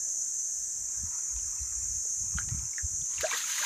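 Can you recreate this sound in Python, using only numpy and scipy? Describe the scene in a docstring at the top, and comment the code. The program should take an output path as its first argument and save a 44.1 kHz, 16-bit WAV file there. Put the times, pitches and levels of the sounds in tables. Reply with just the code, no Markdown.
"""Cicadas drone all round in dry bush, over faint gurgles and a plop from a pool; light wind bumps
the microphone. An elephant's trunk stirs the water, then lifts out: one big bubble, and water spills
and spatters on the pool and the stone edge. Cicadas are trains of clicks plus hiss, wind is low noise,
water is ringing grains and gliding tones blurred by pool echoes. One microphone, both channels alike."""
import sys
import numpy as np
from scipy import signal
from scipy.fft import rfft, irfft, next_fast_len
from scipy.io import wavfile

SR = 44100
rng = np.random.default_rng(int(sys.argv[2]) if len(sys.argv) > 2 else 0)


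def int16_out(signal):
    """Quantize to a 16-bit WAV file."""
    q = np.round(np.clip(np.atleast_2d(signal).T, -1, 1) * 32767)
    wavfile.write(sys.argv[1], SR, q.astype(np.int16))


N = 160965  # length in samples

# Colour tables are relative: the shaped noise is scaled to rms 1 before its level is set.
# Loudness of the whole chorus at the microphone: (t/s, rms level/dB)
CHORUS_LEVEL = [(0.04, -33), (0.68, -33.5), (1.2, -34), (2.0, -33), (2.43, -34.5), (3.6, -35)]
# Colour of the near singers' tymbals: (f/Hz, relative density/dB)
NEAR_CHORUS_COLOUR = [(5600, -28.5), (6000, -1), (6500, 1), (6950, -2.5), (7300, -15.5)]
# Colour of the far chorus: (f/Hz, relative density/dB)
FAR_CHORUS_COLOUR = [(4600, -38.5), (4830, -38), (4912, -20.5), (5010, -42.5), (5300, -17), (5450, -11),
                     (5600, -16), (5780, -4.5), (5950, -12.5), (6150, 1), (6350, -8), (6500, -2),
                     (6680, -4.5), (6950, -5.5), (7160, -0.5), (7350, -4), (7600, -7), (7900, -22),
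                     (8050, -10), (8350, -13.5), (8550, -19), (9020, -17.5), (9300, -24.5), (10400, -41.5),
                     (12300, -27.5), (14000, -42), (15500, -50)]
# Colour of the outdoor noise floor: (f/Hz, relative density/dB)
AIR_COLOUR = [(150, -0.5), (400, -5), (1000, -9.5), (1700, -5.5), (2400, -11.5), (2900, -13.5),
              (4000, -13.5), (5000, -28)]
# Two faint tones: (centre f/Hz, level before the lift and waver/dB)
FAINT_TONES = [(656.8, -76.5), (1717, -76)]
# Water stirring at the trunk, before waver and echoes: (t/s, rms level/dB)
GURGLE_LEVEL = [(0.04, -75.5), (0.45, -102), (0.71, -76), (0.86, -70.5), (1.16, -59), (1.33, -67),
                (1.74, -62.5), (2.09, -71), (2.2, -73.5), (2.43, -61), (2.85, -71), (3.1, -73.5)]
# Plops, before echoes: (onset t/s, tone level/dB, starting f/Hz, t60/s, glide/octaves per s,
# tick level relative to the tone level/dB)
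PLOP_EVENTS = [(.07, -60.5, 550, 0.26, -0.5, -20), (1.363, -53, 2480, 0.068, -0.5, 13),
               (1.365, -54.5, 993, 0.07, 1, -10), (1.391, -53, 2910, .03, 1, 8),
               (1.618, -46.5, 4080, 0.024, 4, -20), (2.052, -48.5, 438, 0.043, 10, -20),
               (2.34, -47, 1160, 0.031, 2, -1), (2.374, -35, 1303, 0.05, 6, 2),
               (2.385, -17.5, 1500, 0.02, -15.5, -8), (2.408, -41, 1440, 0.065, 41, -20),
               (2.487, -45, 1873, 0.063, 4, 10), (2.489, -45.5, 836, 0.026, -14, 9.5),
               (2.592, -47.5, 2360, 0.016, -2, 5.5), (2.734, -37.5, 2170, 0.02, 12, -15),
               (2.781, -29, 1878, 0.042, -16.5, -11), (3.016, -44, 3470, 0.017, 9, -4),
               (3.179, -35.5, 2700, 0.019, 5, -12), (3.191, -31, 2320, 0.012, -18, -10),
               (3.209, -29, 1940, 0.016, 10, 6), (3.209, -26.5, 13600, 0.0071, 0.1, 1.5),
               (3.216, -32.5, 4350, 0.022, -12, 3), (3.24, -33, 4700, 0.0065, 14, -24),
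               (3.246, -43, 1300, 0.1, 25.5, -15), (3.258, -33, 4080, 0.022, 2, -16),
               (3.28, -34.5, 1960, 0.029, -3, 3), (3.311, -26, 2306, 0.057, 1.5, -5),
               (3.315, -28.5, 1048, 0.036, -1, 0), (3.326, -27.5, 1652, 0.067, -3, -21),
               (3.33, -42.5, 456, 0.099, 5.5, -20), (3.337, -24.5, 1930, .04, -3, -2),
               (3.362, -30.5, 1620, 0.039, 4, 4), (3.371, -32, 3490, 0.018, 3, -4),
               (3.379, -23, 13000, 0.006, -9, -12), (3.404, -26, 1940, 0.023, -9, -10),
               (3.437, -34, 1340, 0.038, -4.5, -16), (3.581, -22.5, 2100, 0.021, -23, -21),
               (3.612, -41, 580, 0.057, 5, -10), (3.625, -27.5, 1745, 0.044, -27.5, -1)]
# Wind on the microphone, before lumps and top lift: (t/s, rms level/dB)
WIND_LEVEL = [(.04, -70), (.5, -70), (.66, -60), (.72, -66), (.81, -57), (.94, -70), (1.04, -42),
              (1.11, -63), (1.27, -70), (1.31, -54), (1.53, -55), (1.575, -68), (1.62, -50), (1.69, -58),
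              (1.88, -50), (1.99, -54), (2.04, -66), (2.16, -62), (2.22, -48), (2.4, -44), (2.45, -50),
              (2.55, -42), (2.67, -52), (2.71, -66), (2.8, -75), (2.85, -42), (2.89, -60), (2.92, -51),
              (3.04, -49), (3.08, -72), (3.2, -50), (3.3, -78)]
# Colour of the wind: (f/Hz, relative density/dB)
WIND_NOISE_COLOUR = [(12, -95), (20, -14), (54, 13), (97, 5.5), (152, -6.5), (248, -22), (400, -28.5),
                     (520, -64)]
# Extra level of the wind's upper part: (t/s, level/dB)
WIND_TOP_LEVEL = [(1.3, 2), (1.6, -2), (2.0, -3), (2.2, 7.5), (2.7, 6.5), (2.85, 6.5)]
# Single buffets of wind: (middle t/s, envelope peak level/dB, f/Hz, half length/cycles)
WIND_BUFFETS = [(1.036, -38, 66, 0.84), (1.037, -40.5, 169, 0.74), (1.366, -36, 53.7, 1.4),
                (1.621, -38, 66, 1.35), (1.781, -40, 54, 1.2), (2.361, -29.5, 69, 0.93),
                (2.357, -30.5, 148.5, 0.74), (2.525, -25, 110, 0.83), (2.559, -34.5, 75, 1.4),
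                (2.548, -33.5, 170, 0.79), (2.847, -28, 67, 0.71), (3.207, -41.5, 69, 0.81)]
# Spilling water, before the drops trim and echoes: (t/s, rms level/dB)
SPILL_LEVEL = [(3.05, -64), (3.13, -55), (3.19, -48), (3.214, -42.5), (3.24, -38), (3.304, -40),
               (3.342, -36), (3.428, -47), (3.52, -42), (3.65, -39)]
# Fine spray, before the spray trim, waver and echoes: (t/s, rms level/dB)
SPRAY_LEVEL = [(3.06, -75), (3.2, -56.5), (3.21, -41.5), (3.226, -53), (3.306, -49), (3.316, -42),
               (3.322, -46.5), (3.572, -39.5), (3.65, -38.5)]
# Colour of the spray: (f/Hz, relative density/dB)
SPRAY_NOISE_COLOUR = [(1500, 3), (2500, 0.5), (4000, 3), (7000, -2.5), (10500, -4), (12700, -7),
                      (15500, -7.5)]
# The big bubble as the trunk leaves the water: (t/s, f/Hz, level before the bubble lift/dB)
BUBBLE_GLIDE = [(3.228, 415.5, -83), (3.233, 443, -33.5), (3.239, 576, -33.5), (3.246, 621, -24.5),
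                (3.252, 715, -34), (3.258, 773, -43.5), (3.266, 720, -39.5), (3.275, 736, -42),
                (3.29, 720, -67)]

# Cicadas: the two spreads are fractions of the click rate
CLICKS_PER_S, RATE_SPREAD, RATE_WANDER = 381.5, .008, .008
CLICK_JITTER_DB, SINGER_SWELL_DB = -0.5, 4.5
FAR_CHORUS_DB, PATCHES_DB = 0.5, 1  # far level relative to near; depth of each patchiness
AIR_DB = -65.5
TONES_LIFT_DB, TONES_WAVER_DB, TONES_WAVER_HZ = 4, 3.5, 6
TONES_FADE_S, TONES_FADE_LENGTH_S = 1.0, .15
GURGLES_PER_S, GURGLE_LOW_HZ, GURGLE_HIGH_HZ, GURGLE_CYCLES = 2500, 893, 2617, 47
GRAIN_ATTACK_CYCLES = 0.52
TICK_T60_S, TICK_LOW_HZ, TICK_HIGH_HZ = 0.013, 1300, 4970
PLOP_ATTACK_S, PLOP_ROUGH, PLOP_ROUGH_HZ = 0.00088, 0.5, 249
WIND_LUMPS_DB, WIND_TOP_HZ = 2.5, 93
DROPS_PER_S, DROP_LOW_HZ, DROP_HIGH_HZ, DROP_CYCLES, DROPS_DB = 1800, 949, 5220, 24, -2.5
SPRAY_PER_S, SPRAY_BODY_DB = 7000, 2.5
BUBBLE_LIFT_DB = 3
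POOL_DELAY_S, POOL_T60_S, POOL_DB = 0.0052, 0.095, -10
CUTOFF_HZ = 15800


def amp(db):
    """dB to gain."""
    return 10 ** (np.asarray(db, float) / 20)


def rms_one(x):
    """Scale to rms 1."""
    return x / np.sqrt(np.mean(x ** 2) + 1e-20)


def curve(rows, column=1, **ends):
    """A table column joined by straight lines in time."""
    rows = np.array(rows)
    return np.interp(np.arange(N) / SR, rows[:, 0], rows[:, column], **ends)


def filtered(x, hz, kind):
    """Second-order Butterworth filter."""
    return signal.sosfilt(signal.butter(2, hz, kind, fs=SR, output="sos"), x)


def colour(x, points):
    """Shape a signal by a spectrum, falling 30 dB in the octave outside it; rms 1."""
    size = next_fast_len(N + 4096)
    hz, db = np.transpose(points)
    hz = np.r_[hz[0] / 2, hz, hz[-1] * 2]
    db = np.r_[db[0] - 30, db, db[-1] - 30]
    log_f = np.log(np.arange(size // 2 + 1) * SR / size + 1)
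    gain = amp(np.interp(log_f, np.log(hz), db))
    return rms_one(irfft(rfft(x, size) * gain, size)[:N])


def drift(rate):
    """Slow random wander with spread 1, noise low-passed near rate (Hz)."""
    step = 40  # computed on every 40th sample, then joined up
    r = np.exp(-2 * np.pi * rate * step / SR)
    noise = rng.standard_normal(N // step + 2002)
    slow = signal.lfilter([1], [1, -2 * r, r * r], noise)[2000:]  # drop the filter's start
    return np.interp(np.arange(N) / step, np.arange(len(slow)), rms_one(slow - slow.mean()))


def random_clicks(rate, uneven_db):
    """Clicks at random moments, of either sign and uneven size."""
    sizes = amp(uneven_db * np.minimum(rng.exponential(1, N), 4))
    return sizes * rng.choice([-1, 1], N) * (rng.random(N) < rate / SR)


def grains(rate, low_hz, high_hz, cycles, uneven_db, patchy_db, patch_rate, count=20):
    """Random clicks dealt to pitched resonators swell and ring; each pitch comes and goes; rms 1."""
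    clicks = random_clicks(rate, uneven_db)
    dealt = rng.integers(0, count, N)
    out = np.zeros(N)
    for k, hz in enumerate(np.geomspace(low_hz, high_hz, count)):
        w = 2 * np.pi * hz / SR
        r = amp(-60 * hz / (cycles * SR))  # down 60 dB after the given cycles
        struck = clicks * (dealt == k) * amp(patchy_db * drift(patch_rate)) + 1e-18
        ring = signal.lfilter([0, np.sin(w)], [1, -2 * r * np.cos(w), r * r], struck)
        # a second, faster-dying resonance softens the attack
        soft = np.exp(-hz / (GRAIN_ATTACK_CYCLES * SR))
        swelling = signal.lfilter([1, 0, -1], [1, -2 * soft * np.cos(w), soft * soft], ring)
        out += np.sqrt(w) * (1 - soft) * swelling
    return rms_one(out)


def near_cicadas(count=9):
    """Near singers click at almost the same rate, which leaves ridges in the song."""
    near = np.zeros(N)
    for offset in np.linspace(-1, 1, count):
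        rate = CLICKS_PER_S * (1 + RATE_SPREAD * offset + RATE_WANDER * drift(30.0))
        phase = np.cumsum(rate / SR) + rng.random()
        at = np.flatnonzero(np.diff(np.floor(phase)) > 0)  # one click per whole turn
        click_db = CLICK_JITTER_DB * rng.standard_normal(N) + SINGER_SWELL_DB * drift(1.0)
        near[at] += amp(click_db)[at]
    return colour(near, NEAR_CHORUS_COLOUR)


def far_cicadas():
    """Distant singers blur into hiss whose bands swell and fade independently."""
    far = np.zeros(N)
    edges = np.geomspace(4000, 16500, 25)
    for low, high in zip(edges, edges[1:]):
        band = filtered(rng.standard_normal(N), [low, high], "band")
        far += band * amp(PATCHES_DB * (drift(1.37) + drift(3.1)))
    return colour(far, FAR_CHORUS_COLOUR)


def cicadas():
    """Near and far singers share one chorus loudness at the microphone."""
    return amp(curve(CHORUS_LEVEL)) * rms_one(near_cicadas() + amp(FAR_CHORUS_DB) * far_cicadas())


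def outdoor_air():
    """Steady coloured noise under everything."""
    return amp(AIR_DB) * colour(rng.standard_normal(N), AIR_COLOUR)


def faint_tones():
    """Two sines wavering in pitch and level, which fade out early."""
    tones = np.zeros(N)
    for hz, db in FAINT_TONES:
        level = amp(db + TONES_LIFT_DB + TONES_WAVER_DB * drift(8.0))
        pitch = hz + TONES_WAVER_HZ * drift(15.0)
        tones += level * np.sin(2 * np.pi * np.cumsum(pitch) / SR)
    t = np.arange(N) / SR
    return tones * np.clip((TONES_FADE_S - t) / TONES_FADE_LENGTH_S + 1, 0, 1)


def gurgles():
    """Water stirred at the trunk: dense, long-ringing grains."""
    stirred = grains(GURGLES_PER_S, GURGLE_LOW_HZ, GURGLE_HIGH_HZ, GURGLE_CYCLES,
                     uneven_db=1.8, patchy_db=4.84, patch_rate=7.6)
    return amp(curve(GURGLE_LEVEL) + 2.0 * drift(10.3)) * stirred


def plops():
    """Each plop is a noise tick and a rough dying tone that may glide."""
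    out = np.zeros(N + SR)
    t = np.arange(SR // 5) / SR
    noise = rng.standard_normal((len(PLOP_EVENTS), 2, len(t)))
    ticks = filtered(noise[:, 0], [TICK_LOW_HZ, TICK_HIGH_HZ], "band")
    roughs = rms_one(filtered(noise[:, 1], PLOP_ROUGH_HZ, "low"))
    for (s, db, hz, t60, rise, tick_db), tick, rough in zip(PLOP_EVENTS, ticks, roughs):
        pitch = hz * 2 ** (rise * np.minimum(t, t60 / 2))  # the glide stops at half the t60
        tone = np.sin(2 * np.pi * np.cumsum(pitch) / SR) * amp(-60 * t / t60)
        tone *= (1 - np.exp(-t / PLOP_ATTACK_S)) * (1 + PLOP_ROUGH * rough)
        dying_tick = amp(tick_db - 60 * t / TICK_T60_S) * tick
        i = int(s * SR)
        out[i:i + len(t)] += amp(db) * (tone + dying_tick)
    return out[:N]


def wind():
    """Lumpy low noise on the microphone, its upper part lifted or lowered in time."""
    level = amp(curve(WIND_LEVEL) + WIND_LUMPS_DB * drift(10.5))
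    rumble = level * colour(rng.standard_normal(N), WIND_NOISE_COLOUR)
    top = filtered(rumble, WIND_TOP_HZ, "high")
    return rumble + (amp(curve(WIND_TOP_LEVEL)) - 1) * top


def buffets():
    """Bumps of wind on the microphone: a short low sine under a bell-shaped envelope."""
    t = np.arange(N) / SR
    out = np.zeros(N)
    for s, db, hz, cycles in WIND_BUFFETS:
        bell = np.exp(-((t - s) * hz / cycles) ** 2)
        out += amp(db) * bell * np.sin(2 * np.pi * hz * (t - s) + 1.0)
    return out


def spilling_drops():
    """Falling drops: grains of very uneven size that ring briefly."""
    drops = grains(DROPS_PER_S, DROP_LOW_HZ, DROP_HIGH_HZ, DROP_CYCLES,
                   uneven_db=3.8, patchy_db=4.0, patch_rate=25.0)
    return amp(curve(SPILL_LEVEL, left=-120) + DROPS_DB) * drops


def fine_spray():
    """Tiny spatters: dense random clicks, coloured but without pitch."""
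    fizz = colour(random_clicks(SPRAY_PER_S, uneven_db=3.5), SPRAY_NOISE_COLOUR)
    return amp(curve(SPRAY_LEVEL, left=-120) + SPRAY_BODY_DB + 1.8 * drift(39.0)) * fizz


def big_bubble():
    """One sine that swells and rises in pitch, then dies, as the trunk leaves the water."""
    level = amp(curve(BUBBLE_GLIDE, column=2, left=-120, right=-120) + BUBBLE_LIFT_DB)
    return level * np.sin(2 * np.pi * np.cumsum(curve(BUBBLE_GLIDE)) / SR)


def pool_echoes(dry):
    """Short dense echoes off water and walls: a decaying noise tail of unit energy."""
    t = np.arange(SR // 4) / SR
    tail = rng.standard_normal(len(t)) * amp(-60 * t / POOL_T60_S) * (t > POOL_DELAY_S)
    return amp(POOL_DB) * signal.fftconvolve(dry, tail / np.linalg.norm(tail))[:N]


def scene():
    """All sources at one microphone, the same in both channels; only the water gets echoes."""
    water = gurgles() + plops() + spilling_drops() + fine_spray() + big_bubble()
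    bush = cicadas() + outdoor_air() + faint_tones()
    mono = bush + wind() + buffets() + water + pool_echoes(water)
    return np.array([mono, mono])


def record(dry):
    """A steep low-pass removes the top, 60 dB down from the cutoff upward."""
    return signal.sosfilt(signal.cheby2(14, 60, CUTOFF_HZ, fs=SR, output="sos"), dry)


dry = scene()
out = record(dry)
int16_out(out)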